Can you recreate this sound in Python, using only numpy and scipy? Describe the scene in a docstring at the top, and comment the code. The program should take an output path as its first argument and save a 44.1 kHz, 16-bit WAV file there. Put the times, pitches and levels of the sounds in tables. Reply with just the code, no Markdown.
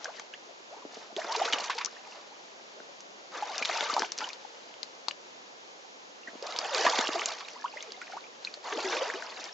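"""Faint ripples of a shallow stream run throughout, over a steady low murmur and wide microphone hiss.
From the start the water laps at someone in rubber waders, a few metres away: drops ping, single bubbles
ring and glide, the water slaps shut, and soon the rubber thuds dully. Four slow steps follow, at 1.2,
3.35, 6.45 and 8.66 s. Each leg drags a cloud of air bubbles through the water: big ones gulp, middling
ones slosh, tiny ones spray. After each boot lands, its wake fades and the waders drip."""
import sys
import numpy as np
from scipy import signal
from scipy.fft import rfft, irfft, next_fast_len
from scipy.io import wavfile
from scipy.ndimage import map_coordinates

SR = 44100
rng = np.random.default_rng(int(sys.argv[2]) if len(sys.argv) > 2 else 0)


def materialize(psi):
    """Save the field psi as 16-bit PCM at rate SR to the path in sys.argv[1].

    A 1-D psi becomes a single channel; in a 2-D psi each row is a channel.
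    """
    bounded = np.clip(np.atleast_2d(psi).T, -1, 1)
    quanta = np.round(bounded * 32767).astype(np.int16)
    wavfile.write(sys.argv[1], SR, quanta)


N = 420273


def amp(db):
    """Decibels to gain."""
    return 10 ** (np.asarray(db) / 20)


def unit(x):
    """Scale to rms 1."""
    return x / np.sqrt(np.mean(x ** 2) + 1e-20)


def along(points, hz):
    """Read (frequency [Hz], value) points on a log axis."""
    knots_hz, values = np.transpose(points)
    return np.interp(np.log(hz + 1), np.log(knots_hz + 1), values)


def wobble(rate_hz):
    """Smooth random curve with knots at rate_hz."""
    knots = rng.standard_normal(int(N * rate_hz / SR) + 4)
    return map_coordinates(knots, [np.arange(N) * rate_hz / SR])


def filtered(x, response):
    """Apply a frequency response."""
    size = next_fast_len(N + SR // 2)
    return irfft(rfft(x, size) * response(np.fft.rfftfreq(size, 1 / SR)), size)[..., :N]


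def add(track, start_s, sound, pan_db=0):
    """Mix a mono sound into a stereo track."""
    part = track[:, round(start_s * SR):][:, :len(sound)]
    part += amp([[pan_db / 2], [-pan_db / 2]]) * sound[:part.shape[1]]


def rush(spectrum, correlation):
    """Coloured stereo noise of rms 1."""
    def response(hz):
        angle = np.arccos(np.clip(along(correlation, hz), -1, 1)) / 2
        return amp(along(spectrum, hz)) * [np.cos(angle), np.sin(angle)]
    mid, side = filtered(rng.standard_normal((2, N)), response)
    return unit(np.array([mid + side, mid - side]))


def ring(t, hz, t60_s, rise, onset):
    """Damped sine; rise > 0 climbs like a bubble nearing the surface. Onset is a share of t60_s."""
    age = t / t60_s
    envelope = amp(-60 * age) * (1 - np.exp(-age / onset))
    lead_s = rise * t60_s * (np.hypot(1, 1.5 * age) - 1) / 2
    return envelope / envelope.max(axis=-1, keepdims=True) * np.sin(2 * np.pi * hz * (t + lead_s))


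def cloud(gain, count, band_hz, cycles, rise, spread_db, onset, pan_db):
    """Random bubbles of one size class: harder stirring makes them denser and stronger."""
    low_hz, high_hz = band_hz
    density = np.sqrt(gain)
    jitter, pitch, climb = rng.random((count, 3)).T
    strength, life, side = rng.standard_normal((count, 3)).T
    quantile = (np.arange(count) + jitter) / count
    start = np.minimum(np.searchsorted(np.cumsum(density) / density.sum(), quantile), N - 1)
    hz = low_hz * (high_hz / low_hz) ** pitch
    t60_s = cycles / hz * np.exp(np.clip(life, -2, 2) / 2)  # small bubbles die sooner
    t = np.arange(int(min(t60_s.max(), .09) * SR)) / SR
    peak = amp(spread_db * np.minimum(strength, 1.5)) * gain[start] / np.sqrt(density[start] * t60_s)
    grains = peak[:, None] * ring(t, hz[:, None], t60_s[:, None], 2 * rise * climb[:, None], onset)
    samples = (start[:, None] + np.arange(len(t))).ravel()
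    panned = [grains * amp(ear * pan_db * side / 2)[:, None] for ear in (1, -1)]
    stereo = np.array([np.bincount(samples, channel.ravel(), N)[:N] for channel in panned])
    return unit(stereo) * np.sqrt(np.mean(gain ** 2))


# Steady background, low murmur and microphone hiss: (frequency [Hz], relative density [dB])
BACKGROUND_SPECTRUM = [(18, -81), (30, -53.5), (85, -31.5), (226, -11.5), (381, -8.5), (472, -4.5),
                       (674, -7), (855, -7), (1080, -8.5), (1870, -13.5), (2110, -13), (2940, -14.5),
                       (6750, -20), (8770, -33.5), (11400, -73), (19300, -120)]
# Stereo width of that hiss: (frequency [Hz], left-right correlation [-1..1])
HISS_CORRELATION = [(60, 0.88), (110, 0.24), (210, 0.65), (380, 0.14), (710, -0.17), (1310, -0.7),
                    (2420, -0.6), (4490, 0.018), (8320, 1)]


def background():
    """A low murmur with wide, even microphone hiss, plus the stream's faint ripples."""
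    drift = amp(0.41 * wobble(1.5) + 0.292 * wobble(9))
    noise_floor = amp(-51.5) * drift * rush(BACKGROUND_SPECTRUM, HISS_CORRELATION)
    ripples = cloud(amp(-61) * drift, count=900, band_hz=(346.3, 846), cycles=21,
                    rise=.13, spread_db=6.5, onset=.16, pan_db=12)
    return noise_floor + ripples


def burst(start_s, hold_s, t60_s, attack_s=.04):
    """Gain of a motion that breaks the surface, holds and dies away."""
    age_s = np.arange(N) / SR - start_s
    return np.clip(1 + age_s / attack_s, 0, 1) * amp(-60 * np.maximum(age_s - hold_s, 0) / t60_s)


# A leg shifts or a wave laps it: (time [s], length [s], slosh [dB], spray [dB])
LEG_SWISHES = [(0.031, .03, -50, -52), (0.14, .08, -59, -58), (0.733, .05, -58, -67),
               (0.919, .11, -54, -55), (2.058, .12, -55, -58), (3.349, .03, -46, -48), (4.2, .04, -48, -45),
               (6.279, .12, -58, -60.5), (7.27, .06, -47, -46), (7.766, .08, -58, -54),
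               (8.022, .12, -59, -55), (8.445, .03, -60, -52), (9.36, .1, -53, -47)]
# Steps: (time [s], swing [s], sink [s], settling t60 [s], level [dB], swing swell [dB],
# sink fall [dB], spray over slosh [dB], drip level [dB])
LEG_STEPS = [(1.2, .23, .21, .8, -36.5, 7, 5, -1.69, -57), (3.35, .45, .24, .17, -37, 11, 5, 2, -58),
             (6.45, .37, .36, 1.1, -31.5, 13, 6.5, -.5, -46), (8.66, .27, .22, 1.1, -36, 6, 7, 0, -49.5)]
# Air escaping from under a boot: (time [s], length [s], level [dB])
BOOT_GLUGS = [(1.437, .02, -46), (3.988, .02, -48), (6.8, .07, -44), (7.149, .02, -47), (8.744, .2, -46),
              (9.078, .07, -50.5)]
LAPPING_DB, WAKE_DB = [-72.5, -67, -69], [-68, -57, -56]  # gulp, slosh, spray
STEP_GULP_DB, SWISH_GULP_DB = -20, -15  # relative to slosh


def leg_motion():
    """Stirring as gulp, slosh and spray gains: a step swells, eases as it sinks and leaves a wake."""
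    t = np.arange(N) / SR
    power = np.zeros((3, N)) + amp(LAPPING_DB)[:, None] ** 2
    for start_s, length_s, slosh_db, spray_db in LEG_SWISHES:
        gains = amp([[slosh_db + SWISH_GULP_DB], [slosh_db], [spray_db]])
        power += (gains * burst(start_s, length_s, t60_s=.35)) ** 2
    for start_s, swing_s, sink_s, settle_s, db, swell_db, fall_db, spray_db, _ in LEG_STEPS:
        swing_db = np.interp(t - start_s, [0, swing_s], [-swell_db, 0])
        swing_db = swing_db * np.array([[1], [1], [1.25]])  # spray grows fastest as the leg speeds up
        sink_db = np.interp(t - start_s - swing_s, [0, sink_s], [0, -fall_db])
        gains = amp([[STEP_GULP_DB], [0], [spray_db]]) * amp(db + swing_db + sink_db)
        power += (gains * burst(start_s, swing_s + sink_s, settle_s)) ** 2
        power += (amp(WAKE_DB)[:, None] * burst(start_s, swing_s + sink_s, t60_s=5)) ** 2
    for start_s, length_s, db in BOOT_GLUGS:
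        power[0] += (amp(db) * burst(start_s, length_s, t60_s=.37)) ** 2
    return np.sqrt(power)


# Churned water: (frequency [Hz], left-right correlation [-1..1])
WASH_CORRELATION = [(300, 1), (700, 1), (1600, 0.94), (4500, 1), (8000, 0.99)]


def churn(gain, froth, spectrum, flutter_db, flutter_hz):
    """Wash of countless weak bubbles: smooth when gentle, fluttering when frothy."""
    depth_db = flutter_db * froth
    flutter = amp(depth_db * wobble(flutter_hz) - depth_db ** 2 * np.log(10) / 20)  # keeps mean power
    return gain * flutter * rush(spectrum, WASH_CORRELATION)


# Wash under each bubble size: (frequency [Hz], relative density [dB])
GULP_SPECTRUM = [(50, -29), (120, -29), (180, -10.5), (250, 0.5), (400, 8.5), (600, -12), (1500, -66)]
SLOSH_SPECTRUM = [(150, -48.5), (350, -16.5), (520, -5.5), (900, -5.5), (1300, -12), (2200, -18.5),
                  (5000, -59)]
SPRAY_SPECTRUM = [(600, -40), (1200, -6.5), (1800, -2), (3000, 0.5), (4500, -18.5), (9000, -51.5)]
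FIZZ_SPECTRUM = [(1000, -50), (2500, -14.5), (3700, 0), (4500, 3), (7000, -5.5), (9000, -8)]


def wading():
    """Each leg ploughs air under: four bubble sizes over a softer wash, in surges."""
    surge_db = 1.2 * wobble(40) + .8 * np.array([wobble(14) for _ in range(3)])
    stirring = leg_motion() * amp(surge_db)
    froth = stirring / np.hypot(stirring, amp([[-56], [-52], [-48]]))  # gentle motion traps little air
    gulp, slosh, spray = stirring * froth
    gulps = amp(4.5) * cloud(gulp, count=170, band_hz=(304.4, 502), cycles=19,
                             rise=.45, spread_db=7.5, onset=.087, pan_db=.5)
    sloshes = amp(-4) * cloud(slosh, count=700, band_hz=(531, 1292), cycles=33,
                              rise=.3, spread_db=3.5, onset=.035, pan_db=-1)
    plinks = amp(-5.5) * cloud(spray, count=2000, band_hz=(1238, 3594), cycles=45.5,
                               rise=.15, spread_db=6.5, onset=.13, pan_db=1)
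    ticks = amp(-8.5) * cloud(spray, count=5200, band_hz=(3443, 7280), cycles=34,
                              rise=.1, spread_db=8.5, onset=.23, pan_db=8)
    low_swish, mid_swish, high_swish = stirring * (2 - froth)
    wash = amp(-4) * churn(low_swish, froth[0], GULP_SPECTRUM, flutter_db=5.5, flutter_hz=45)
    wash += amp(-4) * churn(mid_swish, froth[1], SLOSH_SPECTRUM, flutter_db=3.5, flutter_hz=70)
    wash += amp(-9.5) * churn(high_swish, froth[2], SPRAY_SPECTRUM, flutter_db=7.5, flutter_hz=120)
    wash += amp(-6) * churn(high_swish, froth[2], FIZZ_SPECTRUM, flutter_db=8, flutter_hz=160)
    return gulps + sloshes + plinks + ticks + wash


# Heavy drops hitting the surface: (time [s], level [dB], pitch [Hz], left over right [dB])
HEAVY_DROPS = [(0.044, -21.5, 5530, 3), (.196, -28, 5960, 0), (1.164, -21.5, 3270, -4),
               (1.525, -16.5, 3300, 4), (1.584, -22, 2700, 0), (1.785, -21, 4600, 3),
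               (1.847, -17, 5760, 12.5), (1.855, -26, 5600, 3), (1.8586, -17.5, 5430, 8),
               (2.801, -38, 1490, 3), (3.0047, -31.5, 6000, -1), (3.58, -16.5, 5170, 2),
               (3.545, -32, 1740, -3), (3.624, -17, 2320, 1), (3.655, -19.5, 3480, 0), (3.69, -22, 3750, 3),
               (3.712, -22.5, 2180, 2), (3.807, -15.5, 3300, 0.5), (3.649, -17, 3700, -1),
               (3.9387, -18.5, 4400, 5), (3.994, -15.5, 5240, 4), (4.119, -17, 5340, 3.5),
               (4.178, -21.5, 5850, -1.5), (4.1859, -18, 5150, 3), (4.289, -26, 5250, 3),
               (4.331, -27.5, 4220, 6), (4.7395, -36, 2920, 2), (4.8302, -21, 4270, 12),
               (5.0835, -15, 4250, 11), (5.1097, -23, 2780, 8), (6.4244, -28.5, 4750, -4),
               (6.523, -26, 3860, -1), (6.562, -21, 3470, 0), (6.5876, -13, 4820, 0.5),
               (6.843, -23, 2580, -5), (6.9, -21.5, 4700, 2), (7.194, -19.5, 2820, -3),
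               (6.7466, -13.5, 4280, -2), (6.989, -15.5, 3440, 0), (7.071, -17, 2900, -4),
               (7.2578, -10, 6680, -1.5), (7.484, -29.5, 2480, -1), (7.825, -25.5, 6000, -2),
               (7.92, -26, 4430, -1), (8.015, -28.5, 2040, -1), (8.449, -28.5, 4223, 2),
               (8.803, -24, 4200, 1), (8.967, -22.5, 2360, -3), (9.138, -26.5, 1700, 0),
               (9.223, -26, 1530, 4), (9.4407, -24.5, 5340, 3)]
DROP_T60_CYCLES = 12.5


def drops():
    """A drop cracks the surface and traps a tiny bubble; the boot echoes it and fine spatter follows."""
    out, t = np.zeros((2, N)), np.arange(SR // 16) / SR
    for start_s, db, hz, pan_db in HEAVY_DROPS:
        bubble = ring(t, hz, DROP_T60_CYCLES / hz, rise=.16, onset=.03)
        crack = amp(-10) * ring(t, hz * .73, t60_s=.00072, rise=0, onset=.025)
        ping = bubble + crack
        delay_s = rng.uniform(.0013, .0028)
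        echo = np.pad(ping, (int(SR * delay_s), 0))[:len(t)]
        spatter = amp(-17 - 60 * t / .044) * rng.standard_normal(len(t))
        add(out, start_s + .000985, amp(db - 2.5) * (ping + amp(-8) * echo), pan_db)
        add(out, start_s + .000942, amp(db) * spatter, pan_db=rng.normal(0, 2.2))
    return out


def roughness(position, knot_count):
    """Two smooth random curves, for level and pitch; position is in knots."""
    pair = rng.standard_normal((2, knot_count))
    return [map_coordinates(knots, [position], mode="mirror") for knots in pair]


# Single large bubbles: (time [s], level [dB], pitch [Hz], t60 [s], pitch rise [1])
LARGE_BUBBLES = [(.056, -31.5, 1560, 0.02, 0.5), (0.184, -44, 1840, 0.042, -0.4),
                 (.338, -36.5, 2670, 0.02, 0.8), (.765, -46, 824, 0.09, 1), (.768, -46.5, 440, .07, 0),
                 (.822, -49, 1105, 0.061, -0.5), (.931, -43, 720, .04, 0), (1.165, -29.5, 355, 0.073, 1),
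                 (1.216, -36, 1480, .025, 1.8), (1.243, -37, 407, 0.055, -1),
                 (1.477, -29.5, 1070, 0.052, 2.5), (1.534, -20, 2910, 0.028, 0),
                 (1.599, -32, 990, 0.014, -2), (1.698, -22.5, 940, 0.019, 0.6),
                 (1.965, -46, 1680, .04, 0.5), (2.068, -44.5, 895, 0.07, -0.5), (2.123, -45, 2800, .018, 0),
                 (2.17, -45, 535, .06, 1), (3.424, -26, 828, 0.062, 0), (3.626, -27, 2420, .03, 0),
                 (3.692, -27, 635, 0.047, 1), (3.76, -29, 1044, .03, -0.5), (3.826, -26, 590, 0.022, 0),
                 (3.898, -24.5, 1087, 0.04, 0.9), (3.945, -36.5, 624, 0.12, -0.5),
                 (3.9655, -19, 918, 0.039, 1), (3.979, -23.5, 767, 0.04, 0.5), (4.002, -33, 335, 0.054, 3),
                 (4.031, -27.5, 940, 0.043, -0.6), (4.215, -37, 912, 0.16, -0.5),
                 (4.213, -38, 1303, 0.12, 0.5), (4.242, -30, 3120, 0.022, 0), (4.275, -42, 1040, 0.054, 0),
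                 (4.303, -40, 2510, .02, 0), (6.234, -49, 2700, 0.027, 0), (6.274, -40, 1930, 0.044, 0.3),
                 (6.424, -34, 469, 0.088, 1.3), (6.655, -31, 766, 0.038, 0), (6.851, -23.5, 680, 0.04, 0.5),
                 (6.932, -24, 858, 0.03, 0.5), (6.864, -18, 963, 0.059, 0.8),
                 (6.865, -19.5, 1925, 0.022, -0.5), (7.147, -31.5, 437, 0.069, -0.5),
                 (7.155, -26, 698, 0.086, 0), (7.218, -27, 1960, 0.018, 1.3), (7.41, -42, 960, 0.067, 0.9),
                 (7.642, -33, 915, 0.053, 1.2), (7.737, -42.5, 798, 0.061, 0),
                 (7.762, -38.5, 594, 0.044, 0), (7.771, -36.5, 1800, 0.046, 1.6),
                 (7.806, -37, 2770, 0.016, 2), (7.828, -40, 2080, 0.017, 0.5),
                 (7.877, -44.5, 456, .16, -0.5), (7.974, -47, 746, 0.088, 0.2),
                 (8.016, -40, 1427, 0.05, 0.3), (8.07, -42, 2020, 0.017, 2), (8.098, -37.5, 710, 0.031, 0),
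                 (8.123, -41, 1360, 0.023, 0.5), (8.241, -45, 2330, .025, 0), (8.134, -36.5, 714, 0.089, 1),
                 (8.168, -34, 845, 0.042, 2.1), (8.449, -29, 4320, 0.0097, 0),
                 (8.472, -33.5, 2360, 0.031, 0), (8.5405, -27.5, 4100, 0.0079, 0.3),
                 (8.573, -42, 544, 0.034, 0.5), (8.726, -32, 380, 0.13, 0.5), (8.787, -29.5, 610, 0.035, 3),
                 (8.844, -29.5, 399, 0.26, -0.5), (8.925, -32, 383, 0.19, 1.9), (9.075, -34, 406, 0.14, 1),
                 (9.1, -26.5, 1530, 0.02, 1.7), (9.141, -35.5, 336, 0.21, 2.5)]


def bubbles():
    """Air pockets pinch off with a spit and ring; their wobbling shape roughens level and pitch."""
    out, t = np.zeros((2, N)), np.arange(SR // 5) / SR
    for start_s, db, hz, t60_s, rise in LARGE_BUBBLES:
        tremor, sway = roughness(t * 300, knot_count=128)
        uneven_t = np.cumsum(1 + .04 * sway) / SR
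        tone = amp(db + 2 * tremor) * ring(uneven_t, hz, t60_s, rise, onset=.016)
        spit = amp(db - 14 - 60 * t / .053) * rng.standard_normal(len(t))
        add(out, start_s, amp(2) * tone + spit)
        bank_echo_s = rng.uniform(.00424, .009)  # the echo beats with the gliding tone
        add(out, start_s + bank_echo_s, amp(-14) * tone, pan_db=rng.normal(0, 4.7))
    return out


# Singing air pockets: (time [s], length [s], level [dB], start pitch [Hz], end pitch [Hz])
SURFACE_POCKETS = [(0.074, 0.038, -38, 475, 1180), (0.077, 0.025, -44, 1000, 2020),
                   (0.332, 0.03, -48.5, 1550, 2520), (0.709, 0.052, -43, 512, 1240),
                   (1.099, 0.034, -46, 620, 1030), (1.182, 0.016, -27, 580, 790),
                   (1.291, 0.066, -32, 850, 1277), (1.35, .013, -26, 893, 1100),
                   (1.368, 0.025, -29.5, 426, 506), (1.414, 0.015, -20.5, 700, 910),
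                   (1.551, 0.027, -36, 497, 596), (1.751, 0.029, -39, 432, 550),
                   (1.579, 0.035, -37, 672, 1090), (1.778, 0.025, -34, 856, 1060),
                   (1.803, 0.024, -36, 1052, 1280), (1.864, 0.027, -43, 1010, 2020),
                   (2.31, 0.033, -50, 720, 1250), (2.762, 0.039, -48, 503, 820),
                   (3.489, 0.05, -36, 890, 570), (6.279, 0.024, -45, 1550, 2030),
                   (6.451, 0.026, -41, 600, 1170), (6.714, 0.069, -29, 584, 396),
                   (6.783, 0.068, -29.5, 374, 726), (7.025, 0.03, -33, 835, 1470),
                   (7.272, 0.022, -41, 576, 900), (7.283, 0.026, -37.5, 1026, 1510),
                   (7.557, 0.025, -42.5, 910, 1400), (7.643, 0.025, -28, 879, 1660),
                   (8.022, 0.02, -48, 1820, 2700), (8.963, 0.046, -34.5, 503, 593),
                   (9.014, 0.028, -24, 517, 580)]


def glides():
    """A surface air pocket sings as it changes size, bends ever faster and cuts off as it opens."""
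    out = np.zeros((2, N))
    for start_s, length_s, db, start_hz, end_hz in SURFACE_POCKETS:
        age = np.linspace(0, 1, round(length_s * SR))
        tremor, sway = roughness(age * length_s * 250, knot_count=32)
        hz = start_hz * (end_hz / start_hz) ** (age ** 1.32) * (1 + .02 * sway)
        envelope = np.sin(np.pi * age ** .54).clip(0) * amp(db + 1.5 * tremor)
        add(out, start_s, envelope * np.sin(2 * np.pi * np.cumsum(hz) / SR))
    return out


# Water slapping shut: (time [s], level [dB], cavity pitch [Hz], attack [s], t60 [s])
WATER_SLAPS = [(.196, -38.5, 1340, 0.0034, 0.017), (1.243, -34.5, 675, 0.0027, 0.065),
               (1.334, -34, 1650, 0.018, 0.063), (1.45, -31, 2600, 0.0034, 0.088),
               (1.527, -24, 2480, 0.0056, .03), (1.636, -34.5, 3800, 0.0074, .04),
               (1.699, -30.5, 1580, 0.0035, 0.13), (1.779, -36, 2000, 0.0037, 0.1),
               (1.809, -32.5, 1560, 0.0037, 0.078), (3.343, -38.5, 900, 0.0095, 0.11),
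               (3.65, -28.5, 2920, 0.0054, .03), (3.693, -29, 900, .005, 0.043),
               (3.805, -29, 930, 0.0056, 0.025), (3.929, -30.5, 1590, .002, 0.022),
               (4.0205, -18, 1200, 0.00054, 0.011), (4.205, -33, 1460, 0.0018, .036),
               (5.083, -27.5, 645, 0.00092, 0.01), (6.846, -26, 1090, 0.0054, .05),
               (6.863, -24.5, 1380, .002, 0.077), (6.986, -24.5, 1000, 0.0018, 0.018),
               (7.088, -31, 1100, .002, 0.022), (7.317, -36.5, 3080, 0.0039, .04),
               (7.404, -39.5, 2220, 0.0041, 0.039), (8.721, -29.5, 1250, .005, 0.045),
               (8.921, -30.5, 1060, 0.0074, 0.1)]
SLAP_EDGE_RATIO = 1.98


def slaps():
    """A hollow closes behind a boot or against a leg and colours a burst of churned water."""
    out, t = np.zeros((2, N)), np.arange(SR // 8) / SR
    for start_s, db, hz, attack_s, t60_s in WATER_SLAPS:
        hollow = signal.butter(2, [hz / SLAP_EDGE_RATIO, hz * SLAP_EDGE_RATIO], "bandpass", fs=SR)
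        churned = unit(signal.lfilter(*hollow, rng.standard_normal(len(t))))
        envelope = np.minimum(t / attack_s, 1) * amp(-60 * np.maximum(t - attack_s, 0) / t60_s)
        add(out, start_s, amp(db) * envelope * churned)
    return out


# Boot knocks: (time [s], level [dB])
BOOT_THUDS = [(.851, -34.5), (0.97, -37.5), (1.127, -42), (1.536, -31.5), (1.615, -39), (2.803, -42),
              (3.614, -34.5), (3.931, -36), (4.02, -31), (4.224, -41), (6.281, -41), (6.333, -40.5),
              (6.353, -38.5), (6.864, -26), (6.989, -22), (7.089, -28)]
# Rubber resonances: (frequency [Hz], level [dB], t60 [s])
RUBBER_MODES = [(265, -3, 0.026), (402, 3, 0.013), (642, -7, 0.026)]
BOOT_LOW_CUT_HZ = 190


def boots():
    """Rubber buckles or a sole meets the bed: a short, dull knock that radiates little deep bass."""
    out, t = np.zeros((2, N)), np.arange(SR // 10) / SR
    for start_s, db in BOOT_THUDS:
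        knock = np.zeros(len(t))
        for hz, mode_db, t60_s in RUBBER_MODES:
            detune = np.exp(.12 * rng.standard_normal())
            knock += amp(mode_db) * ring(t, hz * detune, t60_s, rise=0, onset=.081)
        add(out, start_s, amp(db + 1.5) * knock)
    return signal.lfilter(*signal.butter(2, BOOT_LOW_CUT_HZ, "highpass", fs=SR), out)


def dripping():
    """After each step lands, the waders drain in light drips and deeper plops that thin out."""
    wetness = sum(amp(drip_db) * burst(start_s + swing_s + sink_s, hold_s=0, t60_s=5.4)
                  for start_s, swing_s, sink_s, *_, drip_db in LEG_STEPS)
    drips = cloud(wetness, count=420, band_hz=(1577, 5960), cycles=25,
                  rise=.15, spread_db=6, onset=.14, pan_db=1.5)
    plops = cloud(wetness, count=130, band_hz=(449, 1720), cycles=28,
                  rise=.2, spread_db=2.5, onset=.03, pan_db=5.5)
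    return amp(-5) * drips + amp(-11) * plops


# Reverberation of the banks: (frequency [Hz], t60 [s])
BANK_DECAY = [(200, 0.12), (1500, 0.14), (8000, 0.083)]


def banks(x):
    """Leafy banks scatter a short, diffuse echo."""
    hz, t, noise = signal.stft(rng.standard_normal((2, SR // 4)), SR, nperseg=256)
    decay = amp(-60 * t / along(BANK_DECAY, hz)[:, None])
    _, tail = signal.istft(noise * decay, SR, nperseg=256)
    return signal.fftconvolve(x, tail / np.linalg.norm(tail[0]), axes=1)[:, :N]


# Walker's position: (time [s], left over right [dB])
WALKER_PATH = [(0.0, 7), (1.22, -1), (4.27, 2), (6.84, -1), (9.3, 0)]


def scene():
    """The steps between the banks, over the steady background."""
    pan_db = np.interp(np.arange(N) / SR, *np.transpose(WALKER_PATH))
    walker = (wading() + dripping() + slaps()) * amp(np.array([pan_db, -pan_db]) / 2)
    steps = walker + bubbles() + glides() + drops() + boots()
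    steps = filtered(steps, lambda hz: (1j * hz / (1j * hz + 145)) ** 4)  # small sources: little bass
    return steps + amp(-12.5) * banks(steps) + background()


# Microphone response: (frequency [Hz], gain [dB])
MIC_RESPONSE = [(20, -3), (6500, 3), (7300, 0), (7700, -8), (8000, -25), (8450, -15.5), (8900, -26.5)]
MIC_TOP_HZ = 8920


def record(dry):
    """A small, narrow-band camera microphone."""
    return filtered(dry, lambda hz: amp(along(MIC_RESPONSE, hz)) * (hz < MIC_TOP_HZ))


dry = scene()
out = record(dry)
materialize(out)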